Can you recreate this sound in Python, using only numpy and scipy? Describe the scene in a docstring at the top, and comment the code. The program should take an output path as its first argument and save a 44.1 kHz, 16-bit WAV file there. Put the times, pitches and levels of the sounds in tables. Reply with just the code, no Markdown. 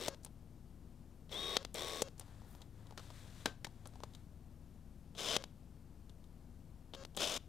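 """A camera's autofocus hunts in five short bursts, close to a mono microphone in a quiet room.
Plastic gears grind and whine, the lens knocks on its end stop, the motor creeps and latches with a click.
Between bursts, hands slide over the barrel, tap it, press its buttons and snap a sprung switch.
Underneath, a slow machine hums and a low tone swells twice over faint rumble and hiss."""
import sys
import numpy as np
from scipy import signal
from scipy.fft import rfft, irfft
from scipy.io import wavfile
from scipy.ndimage import uniform_filter1d

SR = 44100
rng = np.random.default_rng(int(sys.argv[2]) if len(sys.argv) > 2 else 0)


def wav_out(sig):
    """Save sig, one row per channel (or a flat mono array), as 16-bit PCM at SR to the path in sys.argv[1]."""
    wavfile.write(sys.argv[1], SR, np.round(np.clip(np.atleast_2d(sig).T, -1, 1) * 32767).astype(np.int16))


N = 329868
BINS = np.fft.rfftfreq(2048, 1 / SR)  # frequency grid of every EQ curve [Hz]


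# barrel tone with the gears running free, and under load: (frequency [Hz], gain [dB])
FREE_EQ = [(100, -26), (250, 0), (460, 10), (750, 0), (1120, -4), (1350, -8), (2100, -2.5), (2800, -7.5),
           (3650, 1.5), (5000, -10), (5550, -4), (6600, -18.5), (8350, -14), (9400, -21), (15000, -26)]
LOADED_EQ = [(100, -10.5), (250, -4.5), (600, 2), (900, -5.5), (1150, -4.5), (1800, -10.5), (2600, -5),
             (3100, -2), (3600, 1), (4300, -7.5), (5200, -5.5), (7200, -14), (9600, -19.5), (15000, -31.5)]
# small metal parts that ring along under load: (pitch [Hz], level [dB], t60 [s])
SPRING_MODES = [(590, -7, .03), (1535, -6, .18), (3080, 3, .075), (3440, -7, .05), (5170, 3, .09),
                (6145, -2, .14)]
# focus bursts: (start [s], end [s], attack [s], level [dB], swell [dB/s], treble [dB],
# shaft speed [turns/s], wobble [0-1], load [0 free, about 1 grinding])
FOCUS_RUNS = [(0.0, 0.072, 0.00072, -44.5, 36, -10.5, 79.9, 0.83, 0.137),
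              (1.292, 1.563, 0.031, -46, 25, -12.5, 79.2, 0.59, 0.14),
              (1.745, 2.016, 0.0032, -44.5, -7, -10.5, 79.37, 0.9, 0.17),
              (5.154, 5.357, 0.034, -40.0, 52, -11, 74.33, 0.52, 1.04),
              (7.163, 7.371, 0.045, -38, -28, -9.5, 44.3, 0.62, 1.02)]

def gears(start, end, attack_s, level_db, swell_db_per_s, treble_db, shaft_hz, wobble, load,
          teeth=15, uneven_db=6.5, rub=1.68, coast_s=.011):
    """Uneven teeth strike and rub, harder twice a turn, and sound through the barrel."""
    t = np.arange(start, end + coast_s, 1 / SR)
    turns = np.cumsum(shaft_hz * (1 + .02 * drift(t, 60))) / SR
    strikes = np.diff(np.floor(turns * teeth + .2 * drift(t, 900)), prepend=0) > 0
    strikes = strikes * amp(uneven_db * np.clip(rng.standard_normal(len(t)), -2, 2))
    strikes = signal.fftconvolve(strikes - strikes.mean(), rattle(.00064, blow=1.9))[:len(t)]
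    pressure = np.exp(wobble * (.28 * np.cos(2 * np.pi * turns) + .33 * np.cos(4 * np.pi * turns)))
    force = (unit(strikes) + rub * rng.standard_normal(len(t))) * pressure * amp(drift(t, 90))
    springs = load * amp(-46) * signal.fftconvolve(force, ring(SPRING_MODES))[:len(t)]
    barrel = (1 - load) * curve(FREE_EQ) + load * curve(LOADED_EQ) + curve([(1100, .5), (2000, 0)])
    grind = unit(colour(force + springs, barrel))
    treble = signal.fftconvolve(grind, signal.firwin(63, 6000, pass_zero=False, fs=SR), "same")
    effort_db = swell_db_per_s * (t - t.mean())
    body = amp(effort_db - 1.5) * (grind - treble)
    # the top end swells less than the body but pulses harder with the shaft
    sizzle = amp(treble_db + .63 * effort_db) * unit(treble * pressure ** .61)
    return start, amp(level_db) * (body + sizzle) * envelope(t, attack_s, .0054) ** 2


# tones of the fast gears at full speed: (pitch [Hz], level [dB])
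MESH_TONES = [(3724, 0), (3328, -8), (3850, -14)]
# how well the whine gets out of the lens: (frequency [Hz], gain [dB])
HOUSING_EQ = [(3000, -16), (3300, 4), (3900, 1.5)]
# free-running gears sing: (start [s], end [s], fast gears [dB], their swell [dB/s], slow gear [dB])
GEAR_WHINES = [(1.319, 1.557, -50, 5, -56), (1.756, 2.007, -55.5, -33, -56.5)]

def whine(start, end, fast_db, swell_db_per_s, slow_db, slow_hz=1110, sag=.125, sag_s=.021, flutter_db=2):
    """Gear tones dip as the motor takes up the lens, then glide back up to full speed."""
    t = np.arange(0, end - start, 1 / SR)
    speed = 1 - sag * (t / sag_s * np.exp(1 - t / sag_s)) ** 2
    angle = 2 * np.pi * np.cumsum(speed * (1 + .0021 * drift(t, 120))) / SR
    fast = sum(amp(db + curve(HOUSING_EQ, hz * speed) + flutter_db * drift(t, 160)) * np.sin(hz * angle)
               for hz, db in MESH_TONES)
    build_up = 1 - np.exp(-t / .06)
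    slow = amp(flutter_db * drift(t, 140)) * build_up * np.sin(slow_hz * angle)
    tones = amp(fast_db + swell_db_per_s * t) * speed ** 2 * fast + amp(slow_db) * slow
    return start, np.sqrt(2) * tones * envelope(t, .008, .004)


# end-stop clacks: (time [s], level [dB], thud [dB], snap [dB], chatter [s], resonance [Hz])
END_STOPS = [(0.081, -16, -15.5, -12, 0.0033, 780), (1.567, -11.5, -24.5, -19.5, 0.0022, 3800),
             (2.019, -13, -16, -8, 0.003, 450), (5.364, -12.5, -22.5, -17.5, 0.0023, 3200)]

def end_stop(s, db, thud_db, snap_db, chatter_s, hz):
    """The lens group clacks against its hollow housing."""
    tilt = curve([(600, thud_db + 23), (1400, 0), (4500, 0), (7500, snap_db + 15)])
    force = rattle(chatter_s, blow=5.1, rise_s=.00095)
    return knock(s, db, tilt + bell(hz, db=6, octaves=.3), force, crest_db=25)


# tone of the creeping motor: (frequency [Hz], gain [dB])
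CREEP_EQ = [(200, -19), (400, -4.5), (540, -9), (800, -15), (1300, -10), (2200, -22.5), (4400, -19.5),
            (5700, -21.5), (7100, -22), (8200, -30.5), (15000, -44)]
# the motor inches along: (start [s], end [s], level [dB])
MOTOR_CREEPS = [(0.091, .144, -55.5), (1.578, 1.627, -56.5), (2.031, 2.083, -55), (5.375, 5.422, -55),
                (6.963, 7.035, -55)]

def creep(start, end, db, tooth_hz=543, uneven_db=3, rub=1.3):
    """A soft rough buzz of teeth at low speed, growing as they take up the slack."""
    t = np.arange(start, end, 1 / SR)
    angle = 2 * np.pi * np.cumsum(tooth_hz * (1 + .006 * drift(t, 148.5))) / SR
    overtones = sum(amp(uneven_db * rng.standard_normal()) * np.cos(k * angle + 2 * np.pi * rng.random())
                    for k in range(2, 14))
    force = unit(np.cos(angle) + .397 * overtones) + rub * rng.standard_normal(len(t))
    level = amp(db + np.linspace(-3, 1.5, len(t))) * envelope(t, .0028, .0028)
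    return start, level * unit(colour(force, curve(CREEP_EQ)))


# the gears take up their slack: (time [s], level [dB], snap [dB], chatter [s])
SLACK_KICKS = [(1.292, -43.5, -18.5, 0.0054), (1.325, -33.5, -16, 0.0042), (1.742, -31, 12, 0.0019),
               (5.149, -39.5, -15, 0.012), (6.935, -31, -21, 0.0068), (6.947, -33, -14, 0.0047),
               (7.147, -44, -13, .005), (7.165, -27.5, 5, 0.007), (7.172, -22, -14, 0.0037)]
# the drive latches after a creep: (time [s], level [dB])
DRIVE_LATCHES = [(1.648, -27), (5.438, -30), (7.049, -33)]

def drive_clicks(halt_db=-41.5):
    """The drive kicks as its gears engage, ticks as each creep halts, and latches."""
    kicks = [click(s, db, -9.5, snap_db, chatter_s, hz=3330) for s, db, snap_db, chatter_s in SLACK_KICKS]
    halts = [(end, halt_db) for _, end, _ in MOTOR_CREEPS]
    return kicks + [click(s, db, thud_db=-17, snap_db=-19, chatter_s=.0017, hz=3370, resonance_db=0)
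                    for s, db in [*halts, *DRIVE_LATCHES]]


# ring of the switch spring: (pitch [Hz], level [dB], t60 [s])
SWITCH_RING = [(484, -26, 0.18), (1555, 3, 0.18), (3030, -7.5, .15), (3900, -4, .15)]

def switch(s, snap_level_db=-14, ring_db=-48.5, buzz_db=-42.5, buzz_t60=.18):
    """A sprung switch snaps over; its spring sings and loose plastic buzzes out."""
    snap = click(s, snap_level_db, thud_db=-15, snap_db=-18.5, chatter_s=.003, hz=1510, resonance_db=7)
    spring = ring(SWITCH_RING)
    t = np.arange(len(spring)) / SR
    plastic = curve(SHELL_EQ) + curve([(2000, -4), (8000, -13.5)])
    buzz = unit(colour(rng.standard_normal(len(t)), plastic))
    return [snap, (s, amp(ring_db) * spring + amp(buzz_db - 60 * t / buzz_t60) * buzz)]


# button presses: (time [s], click level [dB], bottoming-out level [dB])
BUTTON_PRESSES = [(0.247, -32, -41), (2.195, -31.5, -39.5), (3.871, -40, -56)]

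def button(s, db, bottom_db, lead_s=.016, travel_s=.0135):
    """The finger lands softly, the button snaps through and bottoms out."""
    return [click(s - lead_s, db - 16.5, thud_db=-25, snap_db=2, chatter_s=.0074, hz=4530),
            click(s, db, thud_db=-14, snap_db=-3, chatter_s=.0024, hz=10000),
            tap(s + travel_s, bottom_db, thud_db=-14.5, chatter_s=.0079)]


# fingers on the body: (time [s], level [dB], thud [dB], chatter [s], resonance [Hz])
FINGER_TAPS = [(2.417, -44.5, 0, .002, 950), (2.549, -44, -13.5, .002, 870), (2.907, -40, -8, 0.0023, 1100),
               (2.922, -41, -5, .002, 804), (2.975, -30.5, -15.5, 0.0057, 1520),
               (2.993, -37, -13, 0.0077, 1240), (3.102, -37.5, -8.5, 0.0036, 1040),
               (3.645, -25.5, -20, 0.0037, 1920), (3.667, -34, -11.5, 0.0031, 950),
               (3.855, -35.5, -8, 0.006, 1340), (3.955, -41, -8, 0.003, 840),
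               (4.002, -40.5, -7, .0016, 1000), (4.034, -27.5, -7.5, 0.0036, 1060)]

def tap(s, db, thud_db=-9, chatter_s=.003, hz=950):
    """A fingertip knocks dully on the body."""
    return click(s, db, thud_db, snap_db=-16, chatter_s=chatter_s, hz=hz, resonance_db=9.5)


def fidget(start, end, db, spread_db=2, count=6):
    """Faint taps at random moments while the grip shifts."""
    return [tap(start + when * (end - start), db + spread_db * (2 * size - 1))
            for when, size in rng.random((count, 2))]


# small plastic ticks: (time [s], level [dB])
GRIP_TICKS = [(2.616, -41), (2.868, -50), (4.135, -49), (4.148, -40.5), (6.094, -47.5), (6.24, -54)]

def grip_tick(s, db):
    """The plastic shell ticks under the grip."""
    return click(s, db, thud_db=-16, snap_db=-10.5, chatter_s=.00345, hz=3640)


# bright skin friction and soft sleeve rustle: (frequency [Hz], gain [dB])
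SKIN_EQ = [(880, -24), (1500, -8), (2170, -4.5), (3030, -5.5), (3480, -1.5), (5400, -8.5), (7670, -7.5),
           (14500, -20), (15500, -24)]
CLOTH_EQ = [(200, -13), (500, 8), (1000, 6.5), (1800, 3), (3000, -19), (8000, -23)]
# hand moves: (start [s], end [s], skin level [dB], cloth level [dB])
HAND_SLIDES = [(2.149, 2.713, -75, -72), (2.702, 3.01, -78, -72), (2.95, 3.542, -66, -69.5),
               (3.6, 4.296, -78, -78)]

def hand_slide(start, end, skin_db, cloth_db, unsteady_db=1.2):
    """Skin slides on the barrel and sleeves rustle, under an unsteady pressure."""
    t = np.arange(start, end, 1 / SR)
    skin = amp(skin_db) * friction(t, SKIN_EQ)
    cloth = amp(cloth_db) * friction(t, CLOTH_EQ)
    pressure = amp(unsteady_db * drift(t, 13.4))
    return start, (skin + cloth) * pressure * envelope(t, .079, .12)


def swish(middle_s, length_s, db, hz):
    """A dry fingertip brushes the barrel: a short airy band of noise."""
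    t = np.arange(0, length_s, 1 / SR)
    band = [(hz / 4, -20), (hz / 2, -9), (hz, 0), (2 * hz, -12)]
    brush = friction(t, band, grain_db=3, grains_per_s=300)
    return middle_s - length_s / 2, amp(db) * brush * np.hanning(len(t))


# partials of the machine hum: (multiple of the turn rate [ratio], level [dB])
HUM_PARTIALS = [(1, -61.5), (2, -74.5), (2.46, -70), (3, -70.5), (4, -63.5), (5, -76), (6, -76.5),
                (7, -72.5), (8, -70), (9, -81), (10, -73.5), (11, -80.5), (12, -72.5), (14, -78), (17, -80),
                (18, -91)]

def machine_hum(turn_hz=20.2, smear_cycles=.21, lag_cycles=2.3):
    """The partials of a slow machine throb once a turn, the low ones lagging behind the high."""
    t = np.arange(N) / SR
    hum = np.zeros(N)
    for k, db in HUM_PARTIALS:
        level = amp(db + drift(t, 4.6))
        phase = 2 * np.pi * (smear_cycles * rng.random() - lag_cycles * np.log(k)) + .15 * drift(t, 3.3)
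        hum += level * np.sin(2 * np.pi * k * turn_hz * t + phase)
    return np.sqrt(2) * hum


# swells of the low tone: (start [s], end [s], level [dB])
DRONE_SWELLS = [(2.005, 2.6, -62.5), (2.6, 4.3, -61.5)]

def drone(start, end, db, hz=106, waver_db=2, waver_rad=.71):
    """A low tone swells, wavers and fades."""
    t = np.arange(start, end, 1 / SR)
    level = amp(db + waver_db * drift(t, 5.5)) * envelope(t, .14, .24)
    return start, np.sqrt(2) * level * np.sin(2 * np.pi * hz * t + waver_rad * drift(t, 6.7))


# the noise bed: (frequency [Hz], gain [dB])
ROOM_TONE_EQ = [(20, -18.5), (32, -7), (45, -2.5), (81, -10), (123, -5.5), (237, -11.5), (400, -20.5),
                (800, -26), (1100, -31), (2000, -38.5), (13000, -44), (15500, -49.5)]

def room_tone(hiss_db=-78):
    """Room rumble and microphone hiss, levelled by the part above 2 kHz."""
    noise = colour(rng.standard_normal(N), curve(ROOM_TONE_EQ))
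    hiss = signal.sosfilt(signal.butter(2, 2000, "high", fs=SR, output="sos"), noise)
    return amp(hiss_db) * noise / hiss.std()


def reverb(x, wet_db=-22, t60=.35, predelay_s=.004):
    """The faint, dull, short tail of a furnished room."""
    t = np.arange(SR // 3) / SR
    tail = rng.standard_normal(len(t)) * amp(-60 * t / t60) * (t > predelay_s)
    tail = colour(tail / np.linalg.norm(tail), curve([(3000, .011), (12000, -9)]))
    return amp(wet_db) * signal.fftconvolve(x, tail)[:N]


# tone of struck plastic: (frequency [Hz], gain [dB])
SHELL_EQ = [(60, -17.5), (200, -0.5), (450, 3.5), (700, -2), (1000, -2), (1400, -7), (2400, -8.5),
            (3300, -4), (4500, -5), (7000, -6.5), (10000, -15), (15000, -24.5)]

def knock(s, db, eq, force, crest_db, rebound=.25, rebound_s=.001442):
    """A blow and its quick rebound sound through the shell; the pair makes it hollow."""
    force = np.pad(force, (0, len(force)))
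    lag = round(rebound_s * rng.uniform(.85, 1.158) * SR)
    sound = colour(force + rebound * np.roll(force, lag), curve(SHELL_EQ) + eq)
    return s - .0012, amp(db - crest_db) * unit(sound)


def click(s, db, thud_db, snap_db, chatter_s, hz, resonance_db=10):
    """A small part clicks with its own resonance; thud shapes the lows, snap the highs."""
    tilt = curve([(800, thud_db + 16), (2000, 0), (4500, 0),
                  (7500, snap_db + 12.5), (13000, snap_db + 15)])
    force = rattle(chatter_s, blow=6.9, rise_s=.00035)
    return knock(s, db, tilt + bell(hz, resonance_db, octaves=.32), force, crest_db=24)


def rattle(chatter_s, blow, rise_s=.00015):
    """A light first touch, the blow, then quickly dying chatter, about equally strong at all pitches."""
    t = np.arange(1024) / SR - .003
    force = rng.standard_normal(len(t)) * np.exp(-np.where(t < 0, -t / rise_s, t / chatter_s))
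    force[np.argmin(abs(t))] += blow
    spectrum = rfft(force)
    return irfft(spectrum / np.sqrt(uniform_filter1d(abs(spectrum) ** 2, size=7)))


def ring(modes):
    """Dying modes of a struck metal part."""
    t = np.arange(SR // 3) / SR
    return sum(amp(db - 60 * t / t60) * np.cos(2 * np.pi * hz * t) for hz, db, t60 in modes)


def friction(t, eq_points, grain_db=1.5, grains_per_s=700):
    """Rubbing noise, made grainy by a fast flicker in level."""
    grains = rng.standard_normal(len(t)) * amp(grain_db * drift(t, grains_per_s))
    return unit(colour(grains, curve(eq_points)))


def colour(x, db):
    """Passes x through a causal body whose gain over BINS is db."""
    log_gain = np.log(amp(np.maximum(db, -100)))
    mirrored = np.r_[log_gain, log_gain[-2:0:-1]]
    response = np.fft.ifft(np.exp(np.conj(signal.hilbert(mirrored)))).real
    return signal.fftconvolve(x, response)[:len(x)]


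def curve(points, hz=BINS):
    """An EQ curve in dB, joined by straight lines over log frequency."""
    f, db = np.transpose(points)
    return np.interp(np.log(hz + 1), np.log(f + 1), db)


def bell(hz, db, octaves):
    """The EQ bump of one resonance."""
    return db * np.exp(-(np.log2((BINS + 1) / hz) / octaves) ** 2)


def drift(t, per_s):
    """A random wander of size about one."""
    knots = rng.standard_normal(4096)
    return np.interp((t - t[0]) * per_s, np.arange(len(knots)), knots)


def envelope(t, attack_s, release_s):
    """Linear attack, hold and release."""
    return np.clip(np.minimum((t - t[0]) / attack_s, (t[-1] - t) / release_s), 0, 1)


def amp(db):
    return 10 ** (np.asarray(db) / 20)


def unit(x):
    return x / np.sqrt(np.mean(x ** 2) + 1e-20)


def add(mix, s, sound):
    part = mix[max(round(s * SR), 0):][:len(sound)]
    part += sound[:len(part)]


def play(source, cues):
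    return [source(*cue) for cue in cues]


def scene():
    """The autofocus and the handling close by, in a quiet humming room."""
    sounds = play(gears, FOCUS_RUNS) + play(whine, GEAR_WHINES) + play(end_stop, END_STOPS)
    sounds += play(creep, MOTOR_CREEPS) + drive_clicks()
    sounds += switch(s=3.457) + [swish(middle_s=2.52, length_s=.2, db=-72, hz=11500)]
    sounds += play(hand_slide, HAND_SLIDES) + play(tap, FINGER_TAPS) + play(grip_tick, GRIP_TICKS)
    sounds += [part for press in BUTTON_PRESSES for part in button(*press)]
    sounds += fidget(start=2.25, end=4.2, db=-50)
    camera = np.zeros(N)
    for s, sound in sounds:
        add(camera, s, sound)
    mix = camera + reverb(camera) + machine_hum() + room_tone()
    for s, sound in play(drone, DRONE_SWELLS):
        add(mix, s, sound)
    return mix * amp([[3], [-4.6]])  # one microphone, louder in the left channel


def record(dry, cutoff_hz=15700):
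    """A steep low-pass trims the very top."""
    lowpass = signal.firwin(161, cutoff_hz, window=("kaiser", 9), fs=SR)
    return signal.oaconvolve(dry, lowpass[None], "same", axes=1)


dry = scene()
out = record(dry)
wav_out(out)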